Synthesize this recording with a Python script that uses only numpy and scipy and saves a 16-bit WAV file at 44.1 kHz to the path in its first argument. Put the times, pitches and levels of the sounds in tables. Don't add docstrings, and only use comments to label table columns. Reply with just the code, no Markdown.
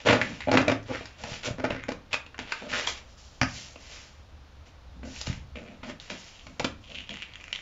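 import sys
import numpy as np
from scipy import signal
from scipy.io import wavfile
from scipy.ndimage import uniform_filter1d

SR = 44100
rng = np.random.default_rng(int(sys.argv[2]) if len(sys.argv) > 2 else 0)


def master_out(mix):
    frames = np.transpose(np.atleast_2d(mix))
    ceiling = np.clip(frames, -1, 1)
    pcm = np.round(ceiling * 32767).astype(np.int16)
    wavfile.write(sys.argv[1], SR, pcm)


N = 335601

# [dB per Hz, relative]
HISS_COLOUR = [(300, -30.5), (1500, -12), (2800, 3.5), (4000, 3.5), (5500, 6.5), (7200, 2)]
BAND_EDGE_HZ = 7520


def cutting():
    # start_s [s], rise_s [s], fall_s [s], force_db [dB, relative], brightness_db [dB]
    strokes = [(0.048, 0.034, .15, -17, -5), (0.512, 0.018, 0.17, -20, -3),
               (0.674, 0.028, 0.049, -20.5, -2.5), (0.88, 0.03, 0.051, -27, -9.5),
               (0.925, 0.026, 0.046, -44, 14), (1.578, 0.021, 0.042, -31.5, -3),
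               (1.637, 0.0031, 0.043, -23.5, 2.5), (1.7, 0.0035, 0.1, -32.5, 2.5),
               (1.882, 0.0022, 0.048, -30, 1), (2.129, 0.01, 0.031, -48, 18),
               (2.72, .015, 0.074, -41.5, 16.5)]
    # [dB per Hz, relative]
    cut_body = [(50, -49), (110, 8), (180, -9.5), (270, 7), (380, -7), (520, 4.5), (700, -4.5),
                (1000, -9.5), (1500, -18.5), (4000, -49)]
    cut_edge = [(300, -34), (900, -10), (1400, 10.5), (2000, 7.5), (2450, 3.5), (3200, -4.5), (4300, -8.5),
                (5500, -9), (7200, -20.5)]
    clumps = unit(uniform_filter1d(rng.standard_normal(N), size=260))
    snaps = unit(stick_slip(per_s=420, uneven=.7, size_db=4) * amp(2.5 * clumps))
    snaps = unit(snaps + 0.3 * grains(per_s=3000, spread_db=0))
    body = amp(-4.0) * colour(snaps, cut_body) * level(strokes)
    edge = amp(-7.5) * colour(snaps, cut_edge) * level(strokes, coloured=True)
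    return body + edge


def biting():
    # [dB, relative]
    bites = [(0.064, -10, -21.5, -17.5), (0.073, -9, -26, -20), (0.086, -2.5, -27, -37),
             (0.103, -8.5, 0, -18), (0.128, -2.5, -36, -20.5), (0.149, -10.5, -14, -34.5),
             (0.472, -10, 5, -41), (0.483, -7, 0.5, -38), (0.492, -8.5, -1, -29),
             (0.515, -4.5, -8.5, -14.5), (0.537, -13, -18, -11), (0.545, -5, -3, -23), (0.57, -9, -16, -30),
             (0.572, 2, -26, -24), (0.578, -5, -8, -17), (0.614, -21, -16, -4.5), (0.68, -2.5, -9, -17.5),
             (0.694, -14, -22, -23), (0.716, -10, -8, -14), (6.596, -10, -13.5, -12.5),
             (6.603, -15, 7, -16), (6.646, -9, -16, -15.5)]
    pitch_hz, crumble_s = 566, .0036
    rows = [(s, db, pitch_hz, body, edge) for s, db, body, edge in bites]
    return amp(8.5) * blows(rows, crumble_s, crumble=3, ring_hz=650, clack_db=5, body_db=17.0, edge_db=15)


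def knocking():
    # [dB, relative]
    knocks = [(0.107, -7, 2330, -5, -10), (0.214, -7, 1805, -9, -11), (0.405, -23, 2000, -37, -5.5),
              (1.009, -24.5, 504, -2, -23), (1.056, -26.5, 1785, -19, 2.5), (1.237, -20.5, 595, -36, -6),
              (1.641, -9.5, 511, 5.5, -26), (1.706, -12.5, 506, -7, -22), (1.889, -15, 535, 3.5, -5),
              (1.919, -19, 520, -10, -8.5), (2.13, -11.5, 2470, -16, -4.5), (2.139, -19, 2400, -30, -14),
              (2.263, -31.5, 2600, -9, -9), (2.344, -30.5, 1310, -21, -16), (2.39, -18.5, 650, -8, -7),
              (2.521, -11.5, 1540, -15, -5.5), (2.62, -26.5, 518, 8, -24), (2.872, -12, 3100, -16.5, -14),
              (3.758, -29.5, 2400, 0, -22), (5.031, -31, 509, -15, -30), (5.213, -16, 2700, -20, 8.5),
              (5.269, -18.5, 2730, -6, -4.5), (5.555, -31, 503, -10, -30), (5.832, -27, 966, -2, -23),
              (5.895, -26, 506, -5, -18), (6.101, -29.5, 576, 8, 1), (6.467, -29, 509, -26, -6),
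              (6.644, -11, 2720, -2, -4.5)]
    crumble_s = .0027
    sound = blows(knocks, crumble_s, crumble=1.9, ring_hz=640, clack_db=-1.0, body_db=5.0, edge_db=3.5)
    return amp(11.0) * sound


def blows(rows, length, crumble, ring_hz, clack_db, body_db, edge_db, count=2500):
    # [dB per Hz, relative]
    clack_colour = [(200, -26), (700, 2.5), (1300, 1.5), (1900, -3.5), (2500, 1.5), (3300, -10.5),
                    (5000, -28), (8000, -26)]
    body_colour = [(40, -35.5), (110, -0.5), (270, 2), (380, -10.5), (560, 3), (850, 1.5), (1300, -32.5),
                   (4000, -53.5)]
    edge_colour = [(800, -54), (2500, -29), (3500, 4), (5200, 8), (7200, 1)]
    out = np.zeros(N)
    age = np.arange(count) / SR / length
    for s, db, hz, body, edge in rows:
        crumbs = rng.standard_normal(count) * (rng.random(count) < .25)
        force = crumbs * np.sqrt(age) * np.exp(-age)
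        force *= crumble / np.linalg.norm(force)
        force[np.argmin(abs(age - .25))] += 1
        sheet = resonate(resonate(force, hz, ring_hz), hz, 2 * ring_hz)
        parts = [(0, sheet),
                 (clack_db, colour(force, clack_colour)),
                 (body + body_db, colour(force, body_colour)),
                 (edge + edge_db, colour(force, edge_colour))]
        sound = sum(amp(part_db) * part / np.linalg.norm(part) for part_db, part in parts)
        add(out, s, amp(db) * sound / np.linalg.norm(sound))
    return out


def striking(count=2500):
    # [dB, relative]
    contacts = [(3.4144, 1), (3.4161, 5), (3.4226, -8.5), (3.425, -7), (3.432, 0.5)]
    # [dB per Hz, relative]
    strike_colour = [(50, -12), (120, 3.5), (290, 6), (400, -18.5), (560, 2.5), (750, 3), (1020, -8),
                     (1400, 4), (2500, -2.5), (3200, -11), (4150, -20), (4800, -8.5), (5600, -10.5),
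                     (7300, -23)]
    force = np.zeros(N)
    t = np.arange(count) / SR
    for s, db in contacts:
        grit = 0.13 * rng.standard_normal(count) * np.exp(-t / 0.0019)
        add(force, s, -amp(db) * ((t == 0) + grit))
    return colour(force, strike_colour)


def sliding():
    # start_s [s], rise_s [s], fall_s [s], speed_db [dB, relative], coarseness_db [dB]
    slides = [(0, 0.0027, 0.069, -50.5, 9), (0.05, .026, 0.15, -37.5, 16), (0.205, 0.014, 0.49, -50, 9),
              (0.826, .003, .03, -56, -5), (0.85, .08, .28, -51.5, 12), (1.17, .17, 0.11, -43.5, 7),
              (1.428, 0.032, 0.064, -35, 5.5), (2.105, 0.016, .06, -57.5, 16.5),
              (2.128, 0.013, 0.026, -35.5, 12.5), (2.39, 0.0053, 0.083, -54, 19),
              (2.45, 0.063, 0.41, -54, 14.5), (2.68, 0.1, 0.18, -37.5, 10), (2.868, 0.0055, .07, -31, 1),
              (2.966, 0.0082, 0.038, -50, 5), (3.02, 0.078, .15, -60.5, -17),
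              (3.168, 0.015, 0.49, -54, -19), (3.46, 0.1, 0.24, -41.5, -3), (3.78, 0.16, .26, -47.5, 2.5),
              (4.655, .015, 0.05, -59, 8.5), (5.03, 0.16, .18, -44.5, 1), (5.255, 0.013, 0.14, -46, 8),
              (5.828, 0.0064, 0.037, -56, 18), (5.85, .048, 0.048, -51.5, 12.5),
              (5.999, 0.0072, 0.39, -53.5, 4.5), (6.097, 0.0035, 0.057, -45.5, 13),
              (6.13, 0.064, 0.52, -52.5, -0.5), (6.8, 0.11, 0.28, -58, 1.5), (7.09, 0.0056, 0.25, -56.5, 3),
              (7.3, 0.42, 0.2, -55, -8)]
    # [dB per Hz, relative]
    coarse_colour = [(150, -13), (600, -1.5), (1100, -4.5), (1800, -1), (2600, 1.5), (3500, -3),
                     (7000, -22)]
    fine = amp(4.5) * colour(grains(per_s=12000, spread_db=8.0), HISS_COLOUR) * level(slides)
    clumps = stick_slip(per_s=300, uneven=.8, size_db=3.5)
    catches = unit(grains(per_s=4000, spread_db=3) + .9 * clumps)
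    return fine + amp(-2.5) * colour(catches, coarse_colour) * level(slides, coloured=True)


def dragging():
    # start_s [s], rise_s [s], fall_s [s], pressure_db [dB, relative], hardness_db [dB]
    drags = [(0.24, 0.072, 0.046, -37, -8), (1.19, 0.08, 0.084, -47, 6), (1.29, 0.085, 0.034, -54.5, -16),
             (1.44, 0.048, 0.047, -35.5, 2), (2.39, 0.022, 0.046, -42.5, -7), (2.615, 0.01, 0.17, -44, 2.5),
             (2.68, 0.093, 0.25, -49, -1), (4.94, 0.044, 0.11, -47, -17), (5.028, 0.024, 0.093, -37.5, -8),
             (5.55, 0.025, 0.26, -43, -2), (5.7, 0.034, 0.071, -51.5, -10),
             (5.825, 0.074, 0.042, -38, -4.5), (6.1, 0.031, 0.043, -37, -3.5),
             (6.46, 0.022, 0.087, -46, -9), (6.89, 0.018, 0.11, -48.5, 0), (6.95, 0.033, 0.041, -47, -17),
             (7.09, 0.029, 0.048, -39.5, -6)]
    # [dB per Hz, relative]
    soft_colour = [(50, -28.5), (110, -7), (165, 4.5), (240, 4.5), (310, -3), (400, -19), (900, -40.5)]
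    hard_colour = [(280, -27.5), (420, -5), (520, 1.5), (680, -1), (900, -15.5), (1400, -12.5),
                   (3000, -30.5)]
    slips = grains(per_s=790, spread_db=3.0)
    soft = amp(-3) * colour(slips, soft_colour) * level(drags)
    hard = amp(-4.5) * colour(slips, hard_colour) * level(drags, coloured=True)
    return soft + hard


def creaking():
    # start_s [s], rise_s [s], fall_s [s], strain_db [dB, relative], starting pitch_hz [Hz]
    creaks = [(0.214, 0.005, 0.027, -34, 1850), (0.241, 0.0068, .18, -50, 1950),
              (0.4, 0.017, 0.036, -33, 2005), (1.75, 0.068, 0.059, -40, 2100),
              (5.552, 0.0065, .1, -43, 2400), (5.64, 0.034, 0.19, -50.5, 2400),
              (6.12, .03, 0.22, -49, 2930), (6.299, 0.076, 0.097, -48.5, 2990),
              (6.461, 0.0036, .04, -46.5, 2520), (6.821, 0.095, 0.12, -43, 2940),
              (6.944, 0.011, 0.2, -38, 2800), (7.089, 0.0031, 0.2, -37.5, 2850),
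              (7.181, 0.017, 0.047, -42, 2550), (7.22, 0.0037, 0.017, -29.5, 2600),
              (7.26, 0.058, 0.96, -48.5, 2340)]
    sag = .3
    out = np.zeros(N)
    for s, rise, fall, db, hz in creaks:
        t = np.arange(0, rise + 2 * fall, 1 / SR)
        pitch = hz * 2 ** (-sag * t)
        slips = stick_slip(per_s=220, uneven=.6, size_db=5)[:len(t)]
        rasp = unit(resonate(resonate(slips, pitch, 850), pitch, 1500))
        hiss = amp(-27.5) * colour(slips, HISS_COLOUR)
        add(out, s, amp(db) * gesture(t, rise, fall) * (rasp + hiss))
    return amp(-6.0) * out


def ticking(count=900):
    # start_s [s], strength_db [dB, relative], pitch_hz [Hz]
    ticks = [(1.8381, -24, 1820), (2.3809, -30, 1560), (5.162, -30, 2840), (5.3292, -29.5, 2520),
             (6, -29, 3500), (6.9473, -29.5, 3000), (6.9585, -31, 3060), (7.006, -30, 2840),
             (7.0932, -24, 2850), (7.107, -28, 2900), (7.1157, -38, 2960), (7.141, -29, 2240),
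             (7.171, -28, 2210), (7.2222, -24, 2420), (7.337, -33.5, 3300), (7.3566, -27.5, 2520),
             (7.411, -33.5, 2440), (7.441, -28.5, 2400), (7.481, -30.5, 2220), (7.5288, -14, 3110),
             (7.5509, -23.5, 2570), (7.5597, -20.5, 3050), (7.5902, -32.5, 1870)]
    out = np.zeros(N)
    t = np.arange(count) / SR
    for s, db, hz in ticks:
        force = .16 * rng.standard_normal(count) * np.exp(-t / .0015) + (t == 0)
        tick = resonate(resonate(force, hz, 1500), hz, 2400) + 0.15 * colour(force, HISS_COLOUR)
        add(out, s, amp(db + 11) * tick / np.linalg.norm(tick))
    return out


def thumping(count=4000):
    # [dB, relative]
    thumps = [(1.24, -32), (1.318, -28.5), (1.476, -28), (1.509, -22), (1.726, -26), (2.409, -34),
              (3.419, -20.5), (5.277, -21.5), (5.299, -16.5), (6.616, -28.5)]
    out = np.zeros(N)
    t = np.arange(count) / SR
    swing = np.sin(2 * np.pi * 138 * t) * np.exp(-t / 0.008) * (1 - np.exp(-t / 0.001))
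    for s, db in thumps:
        add(out, s, amp(db) * swing)
    return out


def room(x, count=1200, size=22):
    # hz [Hz], t60_s [s]
    decay = [(100, 0.53), (260, 0.34), (700, 0.24), (1800, 0.3), (4800, 0.2), (7500, 0.23)]
    # delay_s [s], gain [linear, signed]
    early = [(.0008, -0.081), (.0021, 0.12), (.0034, 0.18), (.0075, 0.022)]
    taps = np.zeros(count * size)
    taps[np.arange(count) * size + rng.integers(0, size, count)] = rng.choice([-1., 1.], count)
    hz, t, bands = signal.stft(taps, SR, nperseg=256)
    fading = bands * amp(-60 * t / read(decay, hz)[:, None])
    tail = signal.istft(fading, SR, nperseg=256)[1]
    echoes = signal.fftconvolve(x, tail / np.linalg.norm(tail))[:N]
    out = 1.146 * x
    for delay, gain in early:
        add(out, delay, gain * x)
    add(out, .005, amp(-4.5) * echoes)
    return out


def ambience():
    # [dB per Hz, relative]
    air_colour = [(12, -25), (20, 5), (43, -4.5), (74, 1), (156, -11), (297, -13), (380, -19), (499, -14.5),
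                  (1280, -18.5), (2040, -24), (3790, -25), (5640, -30.5), (7400, -38), (9620, -59),
                  (16300, -120)]
    # time_s [s], level_db [dB rms]
    rumble_level = [(0, -52.5), (.9, -51), (1.5, -62), (2.5, -62), (2.9, -54.5), (3.7, -56), (4.2, -52),
                    (4.8, -50.5), (5.4, -47), (6.2, -68), (6.7, -50.5), (7.6, -69)]
    air = amp(-54) * unit(band_limit(colour(rng.standard_normal(N), air_colour, size=16384)))
    rumble = unit(resonate(resonate(rng.standard_normal(N), 67.7, 28), 63, 33))
    return air + rumble * amp(np.interp(np.arange(N) / SR, *np.transpose(rumble_level)))


def ring(x, modes):
    t = np.arange(SR // 2) / SR
    taps = sum(amp(db - 60 * t / t60) * np.sin(2 * np.pi * hz * t) / t60 for hz, db, t60 in modes)
    return signal.fftconvolve(x, taps * 2 * np.log(1000) / SR)[:N]


def stick_slip(per_s, uneven, size_db, count=8000):
    wait, size, side = rng.standard_normal((count, 3)).T
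    at = (np.cumsum(np.exp(uneven * wait)) * SR / per_s).astype(int)
    clicks = np.sign(side) * amp(size_db * np.clip(size, -2, 2))
    out = np.zeros(N)
    out[at[at < N]] = clicks[at < N]
    return unit(out)


def grains(per_s, spread_db):
    size = amp(spread_db * np.minimum(rng.exponential(1, N), 3))
    return unit(size * rng.choice([-1, 1], N) * (rng.random(N) < per_s / SR))


def gesture(t, rise, fall):
    swell_db = -12 * np.maximum(1 - t / rise, 0)
    release_db = -22 * (np.maximum(t - rise, 0) / fall) ** 1.29
    contact = np.minimum(t / (0.19 * rise), 1)
    return contact * amp(swell_db + release_db)


def level(rows, coloured=False):
    out = np.zeros(N)
    for s, rise, fall, db, colour_db in rows:
        t = np.arange(0, rise + 2 * fall, 1 / SR)
        add(out, s, amp(db + coloured * colour_db) * gesture(t, rise, fall))
    return out


def resonate(x, hz, width):
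    turn = np.exp(2j * np.pi * np.cumsum(hz * np.ones(len(x))) / SR)
    r = np.exp(-np.pi * width / SR)
    return 2 * (turn * signal.lfilter([1 - r], [1, -r], x / turn + 1e-18)).real


def colour(x, points, size=4096):
    log_gain = np.log(amp(read(points, abs(np.fft.fftfreq(size, 1 / SR)))))
    taps = np.fft.ifft(np.exp(np.conj(signal.hilbert(log_gain)))).real[:size // 2]
    return signal.fftconvolve(x, taps / np.linalg.norm(taps))[:len(x)]


def band_limit(x):
    taps = signal.firwin(401, BAND_EDGE_HZ, window=("kaiser", 7), fs=SR)
    return signal.fftconvolve(x, taps, "same")


def read(points, hz):
    f, value = np.transpose(points)
    return np.interp(np.log(hz + 1), np.log(f + 1), value)


def add(mix, s, sound):
    part = mix[max(round(s * SR), 0):][:len(sound)]
    part += sound[:len(part)]


def amp(db):
    return 10 ** (np.asarray(db) / 20)


def unit(x):
    return x / np.sqrt(np.mean(x ** 2) + 1e-20)


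def scene():
    # hz [Hz], level_db [dB, relative], t60_s [s]
    table_modes = [(106, -9.5, 0.57), (167, -12.5, .3), (221, 5, 0.45), (280, -18, 0.76), (335, -3.5, 0.22),
                   (444, -14, 0.42), (509, -16.5, 0.54), (584, -12.5, 0.56), (699.5, 6, 0.081),
                   (871, -6.5, 0.078), (1000, 4, 0.14)]
    scissor_modes = [(1445, -3, .13), (1712, -4, .13), (1822, -2, .14), (1911, -4, .15), (2200, -4, .14),
                     (2378, -1, .14), (2622, -5, .14), (3260, -7, .14), (3553, -9, .14)]
    blades = biting() + knocking() + cutting() + striking()
    contact = blades + dragging() + thumping()
    solid = contact + amp(-11.5) * ring(contact, table_modes) + amp(-11) * ring(blades, scissor_modes)
    paper = amp(-4.0) * sliding() + creaking() + ticking()
    return (room(solid + paper) + ambience())[None]


def record(dry):
    ceiling = .62
    inside = band_limit(dry[0])
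    rounded = inside / (1 + (inside / ceiling) ** 4) ** .25
    trace = amp(-37.5) * dry[0]
    hiss = amp(-83.5) * rng.standard_normal(N)
    out = band_limit(rounded) + trace + hiss
    top = signal.firwin(401, 15700, window=("kaiser", 8), fs=SR)
    return signal.fftconvolve(out, top, "same")[None]


dry = scene()
out = record(dry)
master_out(out)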